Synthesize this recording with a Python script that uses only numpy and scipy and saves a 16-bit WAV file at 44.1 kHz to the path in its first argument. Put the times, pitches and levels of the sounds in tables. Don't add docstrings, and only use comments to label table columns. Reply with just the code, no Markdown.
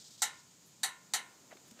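import sys
import numpy as np
from scipy import signal
from scipy.fft import rfft, irfft
from scipy.io import wavfile

SR = 44100
rng = np.random.default_rng(int(sys.argv[2]) if len(sys.argv) > 2 else 0)


def unload_audio(sound):
    columns = np.transpose(np.atleast_2d(sound))
    steps = np.round(np.clip(columns, -1, 1) * 32767)
    wavfile.write(sys.argv[1], SR, steps.astype(np.int16))


N = 79380
T = np.arange(N) / SR
FREQS = np.maximum(np.fft.rfftfreq(N, 1 / SR), 1)


def undb(db):
    return 10 ** (np.asarray(db) / 20)


def unit(x):
    return x / np.std(x)


def curve(points):
    hz, value = np.array(points, float).T
    return np.interp(np.log(FREQS), np.log(np.sort(hz)), value)


def tint(x, db):
    return irfft(rfft(x) * undb(db), N)


def noise(db):
    return unit(tint(rng.standard_normal(N), db))


def fade(age, t60):
    return np.exp(-np.log(1000) * np.maximum(age, 0) / t60)


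def rise(age, length):
    return np.clip(age / length, 0, 1)


# (frequency [Hz], relative level [dB per Hz])
OUTDOORS_SPECTRUM = [(15, -53), (25, -34.5), (156, 3), (368, -8.5), (648, -11), (722, -13.5), (848, -11),
                     (1020, -11.5), (1170, -16.5), (1380, -13), (1620, -17.5), (1750, -13), (2060, -17),
                     (2360, -13), (2770, -16), (3000, -13), (3260, -13.5), (5010, -10), (5580, -12),
                     (6920, -4), (10100, -23.5), (14300, -21.5), (15500, -26.5)]
OUTDOORS_DB, OUTDOORS_WAVER_DB = -62, 0.5


def outdoors():
    waver = noise(-40 * np.log10(1 + FREQS / 8))
    level_db = OUTDOORS_DB + OUTDOORS_WAVER_DB * waver
    return undb(level_db) * noise(curve(OUTDOORS_SPECTRUM))


# (time [s], length before the release [s], level [dB])
RASP_BURSTS = [(-.02, 0.044, -57), (0.041, 0.044, -56.5), (0.105, 0.05, -58.5), (0.177, 0.042, -58),
               (0.253, 0.15, -63)]
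# (frequency [Hz], relative level [dB per Hz])
RASP_SPECTRUM = [(2000, -36), (3000, -7.5), (3800, 1), (5000, 2), (6500, 1), (8100, 0), (9300, -16.5),
                 (14000, -20)]
RASP_ATTACK_S, RASP_RELEASE_S = 0.0018, 0.014
FLUTTER_HZ, FLUTTER_DEPTH = 269, 0.21


def insect():
    bursts = np.zeros(N)
    for start, length, db in RASP_BURSTS:
        age = T - start
        release = np.exp(-np.maximum(age - length, 0) / RASP_RELEASE_S)
        bursts += undb(db) * rise(age, RASP_ATTACK_S) * release
    flutter = 1 + FLUTTER_DEPTH * np.sin(2 * np.pi * FLUTTER_HZ * T)
    return bursts * noise(curve(RASP_SPECTRUM)) * flutter


# (frequency [Hz], relative level [dB per Hz])
SHUFFLE_SPECTRUM = [(100, -49), (230, 10), (400, 3), (700, 2), (1500, -6), (5000, -17.5)]
SHUFFLE_DB, SHUFFLE_S, SHUFFLE_LENGTH_S = -66.5, 1.5, 0.64


def shuffle():
    swell = np.exp(-((T - SHUFFLE_S) / SHUFFLE_LENGTH_S) ** 2)
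    return undb(SHUFFLE_DB) * noise(curve(SHUFFLE_SPECTRUM)) * swell


# (time [s], level before attack and decay [dB], pitch [Hz], decay to 1/e [s])
STEP_BUMPS = [(1.5121, -31, 2020, 0.00072), (1.5180, -27, 1860, 0.00069), (1.5220, -34, 1820, 0.00081),
              (1.5255, -36, 636, 0.0027), (1.529, -53, 296, 0.004), (1.5543, -44.5, 360, 0.0037),
              (1.7167, -49, 218, 0.0096), (1.790, -50.5, 600, 0.007), (1.7925, -45, 1640, .003)]
BUMP_ATTACK_S = 0.0019


def bumps():
    out = np.zeros(N)
    for start, db, hz, decay in STEP_BUMPS:
        age = np.maximum(T - start, 0)
        envelope = rise(age, BUMP_ATTACK_S) * np.exp(-age / decay)
        out += undb(db) * envelope * np.sin(2 * np.pi * hz * age)
    return out


# (time of the loudest point [s], level [dB], time from there to 1/e [s],
#  centre [Hz], distance from the centre to 6 dB down [octaves])
SOLE_SCUFFS = [(0.677, -69, .025, 11500, 0.43), (1.525, -57.5, 0.018, 980, 1.5),
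               (1.572, -58, 0.0042, 2000, 1.2), (1.683, -65.5, .008, 8950, .7),
               (1.7133, -54, 0.003, 3960, 1.4), (1.789, -62.5, 0.027, 600, 2),
               (1.794, -53.5, 0.0028, 3200, 0.96)]


def scuffs():
    out = np.zeros(N)
    for when, db, length, hz, octaves in SOLE_SCUFFS:
        rub = noise(-6 * (np.log2(FREQS / hz) / octaves) ** 2)
        out += undb(db) * rub * np.exp(-((T - when) / length) ** 2)
    return out


RIPPLE_DB, RIPPLE_HZ = 3.2, 70


def ripple():
    grid = np.arange(0, SR / 2, RIPPLE_HZ)
    heights = np.clip(rng.standard_normal(len(grid)), -2, 1)
    return RIPPLE_DB * np.interp(FREQS, grid, heights)


# (band centre [Hz], time to fall by 60 dB [s])
PANEL_RING_TIMES = [(300, 0.096), (900, 0.22), (2000, 0.26), (4000, 0.17), (7500, 0.14), (14000, 0.13)]
PANEL_ATTACK_S, PANEL_HOLD_S = 0.0015, 0.01
BUILD_CYCLES = 2.3


def panel_ring(grain):
    centres = [hz for hz, _ in PANEL_RING_TIMES]
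    spectrum = rfft(grain)
    out = np.zeros(N)
    for (hz, t60), pick in zip(PANEL_RING_TIMES, np.eye(len(centres))):
        share = curve(list(zip(centres, pick)))
        band = irfft(spectrum * share, N)
        out += band * fade(T - PANEL_HOLD_S, t60) * rise(T, BUILD_CYCLES / hz)
    return out * rise(T, PANEL_ATTACK_S)


# (frequency [Hz], relative level [dB per Hz])
SNAP_SPECTRUM = [(200, -40), (900, -13), (2000, -17), (4000, -2), (7500, 5.5), (10000, -20), (15000, -11)]
SNAP_S = 0.0029


def contact_snap(colour):
    return tint(noise(curve(SNAP_SPECTRUM)), colour) * np.exp(-T / SNAP_S) * rise(T, PANEL_ATTACK_S)


MODE_HZ = [480, 778, 845, 963, 1043, 1104, 1280, 1403, 1462, 1520, 1746, 1798, 1885, 1990, 2130, 2215, 2825,
           2981, 3251, 3650, 3861, 4041, 4311, 4392, 6038, 6138, 6946, 7247, 7486, 8320]
MODE_DB = [-14.5, -2.5, 1.5, -8.5, -5, -10.5, -6, -7, -10, -4, 5, -2, -1, -7, -2.5, -7, -5, -1.5, -5, 0, 7,
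           3.5, 1, 2, 3, 6, 2, -14, 3, 7]
MODE_T60_S = [0.29, .21, 0.25, 0.56, .52, 0.35, 0.23, 0.53, 0.54, 0.23, 0.21, 0.43, 0.17, .33, .38, 0.34,
              .25, 0.25, .27, 0.26, 0.22, 0.22, 0.069, 0.11, 0.14, .15, 0.14, 0.13, 0.17, 0.12]
MODES_ATTACK_S = 0.0018


def steel_modes(colour):
    out = np.zeros(N)
    for hz, db, t60 in zip(MODE_HZ, MODE_DB, MODE_T60_S):
        gain = undb(db + np.interp(hz, FREQS, colour))
        out += gain * fade(T, t60) * np.sin(2 * np.pi * (hz * T + rng.random()))
    return out * rise(T, MODES_ATTACK_S)


# (frequency [Hz], relative level [dB per Hz])
ECHO_SPECTRUM = [(30, -34), (200, -6.5), (500, -5), (950, -1), (2000, 0.5), (3000, -3), (5000, -36),
                 (8000, -4.5), (15000, -45)]
ECHO_T60_S = 0.47


def echo():
    return noise(curve(ECHO_SPECTRUM)) * fade(T, ECHO_T60_S) * rise(T, 0.018)


# (time [s], level [dB], then a boost or cut [dB] at each of COLOUR_POINTS)
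SWITCH_CLACKS = [(.2192, -0.14, 1.5, -1.5, 1, 0.055, -0.091, 1, 0.5, 3, 0, 5, 2.5, -0.5, 0.5, 0.43),
                 (.8320, -0.81, -3.5, 2, 0, -0.44, -1.3, -1.7, 4, -8, -2.5, -2.5, -4.5, 0, 2, 0.12),
                 (1.1357, -0.48, 1.5, 0, 0, 1, 1, -1.2, 3.5, -1, -2.5, 0.5, -3.5, -1, 0, 0)]
COLOUR_POINTS = [820, 1060, 1450, 1850, 2900, 3700, 4400, 5300, 6000, 6700, 7500, 8300, 10300, 12500]
# (frequency [Hz], relative level [dB per Hz])
PANEL_SPECTRUM = [(30, -52), (150, -15), (350, -22), (480, -13.5), (660, -11), (790, 7.5), (930, -3.5),
                  (1170, -14), (1350, 0.5), (1620, -7), (1850, 6.5), (2200, -1.5), (2550, -8.5),
                  (2950, -0.5), (3450, -3), (4000, 3), (4400, 0), (4900, -4.5), (5500, -3.5), (6000, 8.5),
                  (6400, -1.5), (7400, 5.5), (8300, 4.5), (9500, -2), (10300, -1.5), (11200, -6.5),
                  (14000, -9.5), (15800, -36)]
PANEL_DB, SNAP_DB, MODES_DB, ECHO_DB = -29, -23.5, -44, -46.5
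SAMENESS = 0.9
CLACK_LOW_HZ = 277


def clacks():
    shared = noise(curve(PANEL_SPECTRUM))
    out = np.zeros(N)
    for start, db, *tone in SWITCH_CLACKS:
        colour = curve(list(zip(COLOUR_POINTS, tone)))
        own = noise(curve(PANEL_SPECTRUM))
        mixed = np.sqrt(SAMENESS) * shared + np.sqrt(1 - SAMENESS) * own
        grain = tint(mixed, colour + ripple())
        hit = undb(PANEL_DB) * panel_ring(grain)
        hit += undb(SNAP_DB) * contact_snap(colour)
        hit += undb(MODES_DB) * steel_modes(colour)
        hit += undb(ECHO_DB) * echo()
        first = int(start * SR)
        out[first:] += undb(db) * hit[:N - first]
    low_cut = signal.butter(2, CLACK_LOW_HZ, "highpass", fs=SR, output="sos")
    return signal.sosfilt(low_cut, out)


def scene():
    footsteps = shuffle() + bumps() + scuffs()
    mono = outdoors() + insect() + footsteps + clacks()
    return np.tile(mono, (2, 1))


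TOP_HZ = 15400


def record(dry):
    top_cut = signal.ellip(8, 0.2, 70, TOP_HZ, fs=SR, output="sos")
    return signal.sosfilt(top_cut, dry)


dry = scene()
out = record(dry)
unload_audio(out)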